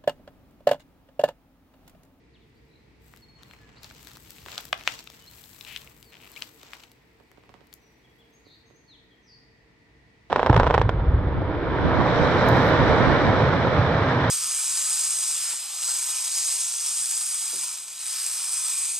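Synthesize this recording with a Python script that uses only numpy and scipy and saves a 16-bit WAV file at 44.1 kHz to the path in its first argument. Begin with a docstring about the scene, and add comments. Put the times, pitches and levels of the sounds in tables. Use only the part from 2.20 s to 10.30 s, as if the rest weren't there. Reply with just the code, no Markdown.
"""A low village rumble, open air and a small bird's chirp are heard first, with a faint, distant high tone.
Then someone takes a few slow steps through dry grass: filtered noise swishes, and bursts of it crackle.
Short damped clicks snap as twigs, trains of slips creak as a bent stem, and dull knocks are shuffling feet.
Gliding sine notes are the birds between the house walls; slow level curves shape the noise of the village."""
import sys
import numpy as np
from scipy import signal
from scipy.fft import rfft, irfft, next_fast_len
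from scipy.io import wavfile
from scipy.ndimage import map_coordinates

SR = 44100
rng = np.random.default_rng(int(sys.argv[2]) if len(sys.argv) > 2 else 0)


def master(y):
    """Save y as 16-bit WAV."""
    cut = np.clip(np.atleast_2d(y).T, -1, 1)
    pcm = np.round(cut * 32767)  # scale
    wavfile.write(sys.argv[1], SR, pcm.astype(np.int16))


N = 357201

# Twigs that break. Each row: start in seconds, crack level setting in dB, crack pitch in Hz,
# knock setting in dB against the crack, bright tick in dB against the crack, tearing time in ms.
TWIGS = [(0.938, -49, 2190, -0.5, -23, 1), (1.233, -47.5, 3830, -7, -8.5, 1),
         (1.3116, -48, 2660, -3, -23, 1), (1.3359, -47.5, 2080, -4, -22, 1),
         (1.6325, -44, 4200, -12, -4.5, 2.6), (1.6442, -42, 4560, -18, -13.5, 1),
         (1.7106, -48.5, 2720, 1.5, -16.5, 2), (1.8717, -42.5, 4260, -6, -7, 2),
         (1.9155, -50.5, 3500, -4, -5, 1.16), (1.9708, -49.5, 4570, 0, 1.5, 1),
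         (2.1058, -48.5, 4400, -13, 7, 1), (2.1839, -47, 2970, -11, -10, 1.02),
         (2.2614, -43.5, 3060, 0.5, -12, 2.1), (2.2846, -39, 2300, -3, -21, 0.78),
         (2.3181, -41, 3470, -25, -12, 1), (2.3796, -26.5, 3780, -9, -21.5, 1.3),
         (2.3881, -47.5, 3050, 8, -9, 2), (2.4084, -45.5, 3900, -4, 2, 1.7), (2.4533, -45, 3970, -4, 3, 1),
         (2.5289, -18, 2660, -2, -43, 2.6), (2.6108, -42, 2690, -5, -25, 1),
         (2.637, -44, 2700, -10, -11, 1), (2.6763, -14.5, 2760, -6, -35, .3),
         (2.8739, -38.5, 3170, -9.5, -22, 2), (2.901, -44, 3700, -5, -10, 1),
         (3.2398, -46, 3760, -25, -11, 1), (3.4103, -36.5, 3560, -21, -22, 1),
         (3.4492, -40, 3030, -26, -11.5, 1), (3.5624, -27.5, 2800, -38, -28, .5),
         (3.5742, -38.5, 2900, -26, -14.5, 1.7), (3.6177, -46, 3050, -20, -14, 1),
         (3.6748, -44.5, 2560, -18, -26, 1), (3.8279, -47.5, 3220, -21, -5.5, 1),
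         (4.1178, -64.5, 4200, -8, 18, 1), (4.1628, -39.5, 2920, -19, -26, 3),
         (4.206, -59.5, 4000, -10, 4, 1), (4.2219, -30.5, 2570, -16.5, -30, 1.4),
         (4.2223, -30, 4330, -14, -24.5, 1.2), (4.4313, -45.5, 3680, -5, -7.5, 2),
         (4.534, -35, 2240, -7, -36.5, 1), (4.6369, -44.5, 2700, -38, -15, 1),
         (5.116, -58.5, 1980, 1, -2, 1.1), (5.471, -67.5, 4080, -10, 5, 1),
         (5.5286, -48.5, 3720, -6, -9.5, 1), (5.539, -53.5, 3470, -9, 12.5, .6)]
# How far the twigs lean left. Each row: frequency in Hz, left against right in dB.
TWIG_LEAN = [(500, -0.5), (1200, -3.5), (2500, 11.5), (5000, 4), (9000, 14)]
# Small straws: mean level setting and scatter in dB, middle pitch in Hz
STRAW_DB, STRAW_SCATTER_DB, STRAW_HZ = -57.5, -2, 3800
STRAW_KNOCK_DB, STRAW_TICK_DB = -5.5, -1.5  # settings against the crack, in dB


def twigs(sweep, count=52):
    """Twigs break under the sole; small straws break at random, the more often the harder a leg sweeps."""
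    out = np.zeros((2, N))
    for start, *twig in TWIGS:
        add(out, start, snap(*twig))
    # one straw for each equal share of the total sweeping
    shares = (np.arange(count) + rng.random(count)) / count
    times = np.searchsorted(np.cumsum(sweep) / sweep.sum(), shares) / SR
    variations = np.clip(rng.standard_normal((count, 3)), -2, 2)
    for start, (size, pitch, tick) in zip(times, variations):
        level_db = STRAW_DB + STRAW_SCATTER_DB * size
        straw_hz = STRAW_HZ * np.exp(.2 * pitch)
        add(out, start, snap(level_db, straw_hz, STRAW_KNOCK_DB, STRAW_TICK_DB + 4 * tick, 0.93))

    def lean(hz):
        gains = amp(along(TWIG_LEAN, hz) * np.array([[.5], [-.5]]))
        return gains / np.sqrt(np.mean(gains ** 2, axis=0))

    return filtered(out, lean)


SPLINTER_DB, SPLINTER_FOLLOWS = -2.5, 0.6  # dB against the crack at zero tick, and dB per dB of tick


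def snap(db, hz, knock_db, tick_db, tear_ms):
    """A twig gives way fibre by fibre within a few ms, rings briefly and rattles the stalks around it."""
    t = np.arange(SR // 25) / SR
    fibres = amp(-27.5 - 60 * t / .028) * rng.standard_normal((2, len(t)))  # the fading rattle
    tears_at = (rng.uniform(.15, 1, 5) * np.clip(tear_ms, .1, 8) * SR / 1000).astype(int)
    fibres[:, 0] = 1  # the first break
    tears = rng.standard_normal(5) + .5 * rng.standard_normal((2, 5))
    fibres[:, tears_at] += 0.28 * np.sqrt(tear_ms) * tears
    knock = [(652, 1.86, knock_db - 11.0), (1370, 0.91, knock_db - 0.5)]
    crack = (hz, 1.7, 0)
    splinter = (6300, 1.3, SPLINTER_DB + SPLINTER_FOLLOWS * tick_db)
    tick = (12600, 1.6, tick_db)
    wood = click(knock + [crack, splinter, tick])
    sound = signal.fftconvolve(fibres, wood[None], axes=1)
    return amp(db + 21.5) * sound * np.linalg.norm(wood) / np.linalg.norm(sound, axis=1, keepdims=True)


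# A bent stem sticks and slips. Each row: start in seconds, length in seconds,
# first and last middle rate in slips per second, middle slip level in dB.
CREAKS = [(3.466, .05, 450, 400, -37), (3.51, 0.062, 390, 280, -35), (3.927, 0.056, 130, 44, -37.5),
          (4.003, 0.078, 84, 130, -38.5)]
# The stem squeaks. The row: start in seconds, length in seconds, start, middle and end pitch in Hz, level in dB.
SQUEAK = (4.164, .018, 2150, 2400, 3000, -37)


def creaks():
    """A stem slips at a gliding, uneven rate; each slip rings it briefly, and one quick glide squeaks."""
    slips = np.zeros(N)
    for start, length, first_rate, last_rate, db in CREAKS:
        n = int(length * SR)
        rate = np.geomspace(first_rate, last_rate, n) * np.exp(0.17 * wobble(150)[:n])
        slipping = np.diff(np.floor(np.cumsum(rate) / SR), prepend=-1) > 0
        add(slips, start, slipping * amp(db + 1.5 * rng.standard_normal(n)))
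    ring = click([(2620, 1.67, 1), (7000, 0.73, -21)])
    out = signal.fftconvolve(slips, ring / np.abs(ring).max())[:N]
    start, *note, db = SQUEAK
    add(out, start, amp(db) * whistle(*note, 0))
    return sides(10.6) * out


# Soft knocks of the soles on the ground. Each row: start in seconds, tap level in dB,
# thud setting in dB against the tap, left against right in dB.
KNOCKS = [(2.262, -31, -14, 2), (4.429, -47.5, -3, 0), (5.001, -44.5, -6, -21), (5.116, -52, -11, 2),
          (5.175, -43, -3, -17), (5.237, -43, -24, -3), (5.293, -37, -12, -8), (5.341, -34.5, -12.5, -7),
          (5.408, -42.5, -7, -16), (6.262, -56, 7, -17), (6.503, -46.5, -4.5, -8.5)]
SETTLE_S = 0.00611  # from the tap to the thud
THUMP_DB, THUMP_FADE_DB_PER_S = -24, 149.5  # ground rumble against the tap, and its fade
PRESS_S = 0.058  # the weight comes on, in seconds


def knocks():
    """The sole meets firm ground with a dull, gritty tap and settles with a low thud a moment later."""
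    out = np.zeros((2, N))
    t = np.arange(SR // 25) / SR
    tap = click([(830, 0.85, -2.0), (2830, 1.0, -9.5)])
    thud = click([(350, 0.86, 0)])
    for start, db, thud_db, pan_db in KNOCKS:
        grit = amp(-29.5 - 60 * t / 0.15) * rng.standard_normal((2, len(t)))
        grit[:, 0] = 1
        gritty_tap = signal.fftconvolve(grit, tap[None], axes=1) / np.abs(tap).max()
        add(out, start, amp(db) * sides(pan_db) * gritty_tap)
        low_thud = thud / np.abs(thud).max()
        add(out, start + SETTLE_S, amp(db + thud_db + 4.0) * sides(pan_db) * low_thud)
    thumps = [(start, 0, db + THUMP_DB) for start, db, *_ in KNOCKS]
    return out + strokes(thumps, PRESS_S, THUMP_FADE_DB_PER_S) * rush(RUMBLE)


# The full weight crunches a tuft. Each row: start in seconds, length in seconds, level setting in dB.
TUFTS = [(1.618, 0.051, -53.5), (1.86, 0.056, -55), (2.562, 0.08, -47), (2.646, 0.036, -47),
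         (2.708, 0.044, -41), (4.168, 0.044, -51.5), (4.212, 0.039, -46), (4.526, 0.036, -48),
         (4.631, 0.019, -55.5)]
# Colour of that crunch. Each row: frequency in Hz, strength in dB.
TUFT_COLOUR = [(500, -7.5), (1200, -5.5), (2400, -3), (3400, -6.5), (5000, -7.5), (6500, -12.5),
               (10000, -20.5)]


def tufts():
    """Under the full weight, a bundle of straws collapses in one short, dense crunch."""
    weight = np.zeros(N)
    for start, length, db in TUFTS:
        add(weight, start, amp(db + 0.5) * np.sqrt(np.abs(np.hanning(int(length * SR)))))
    straws = fractures(rate=760, spread_db=4.0, life_s=0.00071)
    return weight * sides(4) * crunch(TUFT_COLOUR, straws, rub_db=-8.5)


# A leg sweeps through the blades. Each row: start of the hold in seconds, hold in seconds, level setting in dB.
SWEEPS = [(0.86, 0.074, -66), (1.27, .08, -69.5), (1.66, .14, -63), (1.83, 0.097, -58), (2.02, .16, -57.5),
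          (2.28, .17, -55.5), (2.7, 0.055, -56), (2.93, .12, -62.5), (3.11, .1, -57), (3.25, .33, -54.5),
          (3.66, .22, -62), (4.03, .09, -60), (4.18, .06, -55), (4.35, .08, -64), (4.52, .1, -66)]


def leg_sweeps():
    """The strength of the sweeping leg: the blades bend in 0.07 s, then settle at 85 dB per second."""
    return strokes(SWEEPS, attack_s=.07, fade_db_per_s=85)


# A sole presses on the grass. Each row: start of the hold in seconds, hold in seconds,
# crackle and crush level settings in dB.
STEPS = [(0.844, 0.15, -69, -74), (1.202, 0.45, -64.5, -61.5), (1.647, 0.31, -54.5, -61),
         (2.072, 0.27, -55, -63.5), (2.3, .09, -45.5, -50.5), (2.69, .07, -43.5, -53),
         (2.887, 0.53, -58, -65.5), (3.45, 0.11, -51, -57), (3.624, 0.091, -60.5, -61.5),
         (3.938, 0.21, -59.5, -61), (4.167, 0.11, -55.5, -61.5), (4.407, 0.21, -56.5, -60),
         (5.167, 0.29, -82, -71)]
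EASE_DB_PER_S = 127  # the weight comes off
# Colours of the crushed mat, the crackling stalks and the swishing blades (clothes use the last one too).
# Each row: frequency in Hz, strength in dB.
CRUSH = [(200, -23.5), (450, -1.5), (1000, 3), (1700, -1), (3000, -1.5), (6000, -70)]
CRACKLE = [(900, -27.5), (1800, -2.5), (2800, 3), (4200, 3.5), (6000, -1), (8000, -1.5), (9500, -33),
           (14000, -29.5)]
SWISH = [(3000, -4), (6000, -5), (8000, 5), (9800, -6), (11200, 0), (12400, 6.5), (14000, 0.5), (16000, 2)]


def grass(sweep):
    """The sole crushes the mat, dry stalks crackle, and blades swish along the leg, mostly on the left."""
    crackling = strokes([(start, hold, db) for start, hold, db, _ in STEPS], PRESS_S, EASE_DB_PER_S)
    crushing = strokes([(start, hold, db) for start, hold, _, db in STEPS], PRESS_S, EASE_DB_PER_S)
    clumps = amp(1.2 * wobble(45))  # uneven thickness, a gain near 1
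    stalks = fractures(rate=520, spread_db=6.5, life_s=.0007)
    mat = unit(stalks + fractures(rate=140, spread_db=3.0, life_s=0.0022))
    tips = unit(.6 * stalks + fractures(rate=400, spread_db=7, life_s=.0008))
    crush = amp(1) * crushing * sides(1.1) * crunch(CRUSH, mat, rub_db=-4.0)
    crackle = amp(-1.5) * crackling * sides(3.2) * crunch(CRACKLE, stalks, rub_db=-2.0)
    swish = amp(3) * sweep * sides(11.5) * crunch(SWISH, tips, rub_db=-1.5)
    return clumps * (crush + crackle + swish)


def fractures(rate, spread_db, life_s):
    """Amplitude of dry stalks giving way at random: each break starts at once and dies within a few ms."""
    sizes = amp(spread_db * np.minimum(rng.exponential(size=N), 2.5)) ** 2
    breaks = (rng.random(N) < rate / SR) * sizes
    fall = np.exp(-1 / (life_s * SR))
    return unit(np.sqrt(signal.lfilter([1], [1, -fall], breaks)))


def crunch(spectrum, breaks, rub_db):
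    """Noise of rms 1 that bursts with every break, over the even rubbing of the blades or threads."""
    mid, side = rng.standard_normal((2, N))
    pair = np.array([mid + .8 * side, mid - .8 * side])
    return unit(coloured(breaks * pair, spectrum) + amp(rub_db) * rush(spectrum))


# Clothes brush softly as the walker turns. Each row: start of the hold in seconds, hold in seconds, level in dB.
BRUSH = [(.26, .12, -80), (4.7, .4, -76.5), (5.5, .5, -76)]


def clothes():
    """A faint, high brushing of fabric, made of bursts on threads over an even rubbing."""
    threads = fractures(rate=200, spread_db=3, life_s=.002)
    brushing = strokes(BRUSH, attack_s=0.13, fade_db_per_s=11.5)
    return brushing * sides(8) * crunch(SWISH, threads, rub_db=-2.5)


# Single bird chirps; the second row is the first one's faint echo off a wall.
# Each row: start in seconds, length in seconds, start, middle and end pitch in Hz,
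# level in dB, trill depth in Hz.
CHIRPS = [(0.134, 0.048, 4800, 3320, 2400, -61.5, 102), (0.188, .07, 4400, 3630, 3050, -71, 60),
          (.35, 0.044, 4300, 4600, 4940, -73, 100), (1.289, 0.0445, 4100, 4210, 4230, -58, 0),
          (1.389, 0.12, 1750, 1700, 1690, -61, 30), (1.56, 0.04, 3750, 4370, 4800, -55, 347),
          (2.785, 0.15, 6000, 5640, 5600, -67, 80), (3, 0.063, 3140, 2980, 3070, -56.5, 21),
          (3.067, 0.031, 3920, 4280, 4140, -47, 40), (3.823, 0.11, 5080, 4450, 3970, -61, 90),
          (4.115, 0.052, 4400, 4180, 4170, -59, 2), (5.596, 0.12, 6000, 5860, 5770, -68, -4),
          (5.836, 0.031, 3060, 3370, 2950, -61.5, 8), (5.981, 0.054, 3080, 3400, 2710, -60.5, 6),
          (6.123, 0.055, 6100, 6460, 6770, -64, 95), (6.246, 0.069, 4700, 4090, 3840, -59, 377),
          (6.291, 0.079, 3950, 4060, 4340, -55.5, 410), (6.452, 0.052, 6300, 6370, 6580, -67.5, 52),
          (6.544, 0.041, 6050, 6300, 6800, -63, 63), (6.675, 0.091, 4500, 3850, 2890, -53.5, 59),
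          (6.902, 0.053, 3444, 3250, 3170, -63.5, 78), (7.024, 0.089, 6250, 5730, 5070, -67, 200),
          (7.07, 0.1, 5200, 4690, 4590, -54.5, 226)]
# Runs of one repeated note. Each row: start in seconds, length in seconds, note spacing in seconds,
# start and end pitch of the note in Hz, level in dB at the start and at the end of the run.
RUNS = [(0.487, .075, 0.022, 3740, 4260, -71, -58), (1.017, .19, .066, 4380, 4275, -54, -57)]
# The birds sound blurred at first, drier around 3 s, and most blurred from about 6 s.
# Each row: time in seconds, level in dB of the sound sent to the echoes.
BLUR = [(0, -2), (3.2, -8), (6.2, -0.5)]
NOTE_SHARE = 0.61  # part of the spacing that a note in a run fills
WALL_S, WALL_DB = .064, -19  # echo off a house wall: delay, and level against the sound sent to the echoes


def birds():
    """Small birds call from the trees, singly and in runs; a house wall repeats them, the yard blurs them."""
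    calls = np.zeros(N)
    for start, length, start_hz, middle_hz, end_hz, db, trill_hz in CHIRPS:
        add(calls, start, amp(db) * whistle(length, start_hz, middle_hz, end_hz, trill_hz))
    for start, length, spacing, start_hz, end_hz, first_db, last_db in RUNS:
        note = whistle(NOTE_SHARE * spacing, start_hz, (start_hz + end_hz) / 2, end_hz, 0)
        for late in np.arange(0, length, spacing):
            note_db = first_db + (last_db - first_db) * late / length
            add(calls, start + late, amp(note_db) * note)
    direct = sides(1.0) * calls
    blur_db, = curves(BLUR)
    echoing = amp(blur_db) * direct
    wall = filtered(echoing, lambda hz: np.exp(-2j * np.pi * hz * WALL_S))  # a pure delay
    return direct + amp(WALL_DB) * wall + yard(echoing, stretch=2.7)


def whistle(length, start_hz, middle_hz, end_hz, trill_hz):
    """A pure note that bends through three pitches, with a fast trill on it when trill_hz is not 0."""
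    t = np.arange(int(length * SR)) / SR
    u = t / length
    bend = np.polyfit([0, .5, 1], [start_hz, middle_hz, end_hz], 2)
    hz = np.polyval(bend, u) + trill_hz * np.sin(2 * np.pi * 125 * t)
    return np.sin(np.pi * u) ** 0.61 * np.sin(2 * np.pi * np.cumsum(hz) / SR)


# The yard's echo. Each row: frequency in Hz, seconds to fall by 60 dB before stretching.
YARD = [(300, 0.53), (2500, 0.18), (6000, 0.33), (14000, 0.12)]


def yard(x, stretch):
    """The diffuse answer of the walls: a fading noise tail, 10 ms late, in which the lows last longest."""
    hz, t, noise = signal.stft(rng.standard_normal((2, SR)), SR, nperseg=256)
    fade = amp(-60 * t / (stretch * along(YARD, hz)[:, None]))
    tail = signal.istft(noise * fade, SR, nperseg=256)[1]
    tail = np.pad(tail / np.linalg.norm(tail[0]), ((0, 0), (SR // 100, 0)))
    return signal.fftconvolve(x, tail, axes=1)[:, :N]


# The village, its rumble quieter behind the shed.
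# Each row: time in seconds, level settings in dB of the rumble and of the murmuring air.
VILLAGE = [(0, -63, -62.5), (1.4, -58.5, -63), (2.6, -60, -60), (3.2, -61, -66.5), (3.6, -60, -64.5),
           (4.2, -65, -60.5), (4.7, -67.5, -64.5), (6.4, -67, -65), (8.1, -63, -66.5)]
# The open air. Each row: time in seconds, level in dB of the hush and of the distant tone.
OPEN_AIR = [(0, -67, -77), (1, -64.5, -76.5), (5, -64, -73.5), (6.1, -64, -72), (6.7, -65.5, -70),
            (7.3, -65.5, -66.5), (8.1, -64, -67.5)]
# Faint drones of the village. Each row: centre in Hz, distance in Hz to half strength, level in dB.
DRONES = [(182.7, 6.1, -77.5), (308, 29, -76.5), (452.4, 12, -72.5)]
# Colours of the rumble (also under the knocks), the murmuring air and the hush.
# Each row: frequency in Hz, strength in dB.
RUMBLE = [(22, -28), (36, -8), (50, 2), (62, 6), (76, -2.5), (95, 1), (125, 4), (155, -0.5), (195, -4.5),
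          (240, -5), (330, -45)]
LOW_AIR = [(120, -34.5), (220, -0.5), (290, 3.5), (370, -1.5), (460, 0), (560, -10.5), (900, -65.5)]
AIR = [(300, -23), (560, -3), (680, 1), (780, -4), (870, 1), (1150, -5.5), (1500, -6), (2300, -0.5),
       (3000, -9), (4500, -10.5), (6500, -19), (9500, -27), (12500, -40), (16000, -32.5)]


def background():
    """Village rumble with a weak hum and drones, open air, and a narrow, fuzzy tone far away."""
    rumble_db, low_db = curves(VILLAGE)
    air_db, tone_db = curves(OPEN_AIR)
    rumble = amp(rumble_db + 1.5) * rush(RUMBLE) + amp(low_db - 0.6) * rush(LOW_AIR)
    turn = 2 * np.pi * np.cumsum(62.4 + wobble(4)) / SR  # phase of a wavering pitch
    hum = amp(-72 + 1.9 * wobble(3.0)) * (np.sin(turn) + 0.69 * np.sin(2 * turn))
    drones = sum(amp(db) * narrow(hz, width_hz) for hz, width_hz, db in DRONES)
    tone = np.array([narrow(1857, 85), narrow(1960, 65.5)])  # left, right
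    return rumble + hum + drones + amp(air_db) * rush(AIR) + amp(tone_db) * tone


def narrow(centre_hz, width_hz):
    """A fuzzy tone: noise in a narrow band, rms 1."""
    return unit(filtered(rng.standard_normal(N), lambda hz: 1 / (1 + ((hz - centre_hz) / width_hz) ** 2)))


# How alike left and right are. Each row: frequency in Hz, likeness from 0 to 1.
ALIKE = [(60, 0.88), (250, 0.78), (600, 0.18), (2000, 0.12), (6000, 0.051), (12000, 0.019)]


def rush(spectrum):
    """Stereo noise of rms 1, nearly mono in the bass and wide in the treble."""
    def middle_and_side(hz):
        turn = np.arccos(np.clip(along(ALIKE, hz), -1, 1)) / 2
        return amp(along(spectrum, hz)) * [np.cos(turn), np.sin(turn)]

    mid, side = filtered(rng.standard_normal((2, N)), middle_and_side)
    return unit(np.array([mid + side, mid - side]))


def strokes(rows, attack_s, fade_db_per_s):
    """Gain of overlapping strokes (s, hold s, dB): each rises to its time, holds and dies away."""
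    t = np.arange(N) / SR
    power = np.zeros(N)
    for start, hold_s, db in rows:
        rise = np.clip((t - start) / attack_s + 1, 0, 1)
        fade_db = np.clip(fade_db_per_s * (t - start - hold_s), 0, 120)
        power += (rise * amp(db - fade_db)) ** 2
    return np.sqrt(power)


def click(bands, size=1024):
    """A causal click made of damped bands (Hz, Q, dB), each with the energy that its dB gives."""
    f = np.fft.rfftfreq(size, 1 / SR) + 1
    power = 0
    for hz, q, db in bands:
        resonance = 1 / (1 + (q * (f / hz - hz / f)) ** 2) ** 1.104
        power = power + amp(db) ** 2 * unit(resonance) ** 2
    # minimum phase: folding the cepstrum puts the energy right at the start
    cepstrum = irfft(np.log(power + power.max() * 1e-6) / 2)
    cepstrum[1:size // 2] *= 2
    cepstrum[size // 2 + 1:] = 0
    return irfft(np.exp(rfft(cepstrum)))


def amp(db):
    """Decibels to gain."""
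    return 10 ** (np.asarray(db) / 20)


def unit(x):
    """x at rms 1."""
    return x / np.sqrt(np.mean(x ** 2) + 1e-20)


def along(points, hz):
    """Values at hz between (Hz, value) points, on a log axis."""
    f, v = np.transpose(points)
    return np.interp(np.log(hz + 1), np.log(f + 1), v)


def curves(rows):
    """One value per sample for each column after the time."""
    times, *columns = np.transpose(rows)
    return [np.interp(np.arange(N) / SR, times, column) for column in columns]


def wobble(rate):
    """A smooth random curve, rate knots a second."""
    return map_coordinates(rng.standard_normal(int(N * rate / SR) + 4), [np.arange(N) * rate / SR])


def filtered(x, response):
    """x times a response of frequency."""
    m = next_fast_len(N + SR // 2)
    return irfft(rfft(x, m) * response(np.fft.rfftfreq(m, 1 / SR)), m)[..., :N]


def coloured(x, spectrum):
    """x shaped by the given spectrum, at rms 1."""
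    return unit(filtered(x, lambda hz: amp(along(spectrum, hz))))


def sides(pan_db):
    """Left and right gains of mean power 1; positive pan_db leans left."""
    return unit(amp([[pan_db / 2], [-pan_db / 2]]))


def add(track, start, sound):
    """Mix a sound into the track at a time in seconds."""
    i = max(round(start * SR), 0)
    track[..., i:i + sound.shape[-1]] += sound[..., :N - i]


def scene():
    """Twigs, creaks, knocks and tufts come back once off the ground and faintly off the walls."""
    sweep = leg_sweeps()
    feet = twigs(sweep) + creaks() + knocks() + tufts()
    # 10.8 ms late, with a softened treble
    bounce = amp(-21) * filtered(feet, lambda hz: np.exp(-2j * np.pi * hz * .0108) / (1 + 1j * hz / 5000))
    walls = amp(-14.5) * yard(feet, stretch=0.78)
    return feet + bounce + walls + birds() + grass(sweep) + clothes() + background()


TOP_HZ = 15900


def record(dry):
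    """Peaks near full scale are rounded off, and nothing from the band limit TOP_HZ up is kept."""
    rounded = dry / (1 + np.abs(dry / .95) ** 8) ** (1 / 8)
    return filtered(rounded, lambda hz: hz < TOP_HZ)


dry = scene()
out = record(dry)
master(out)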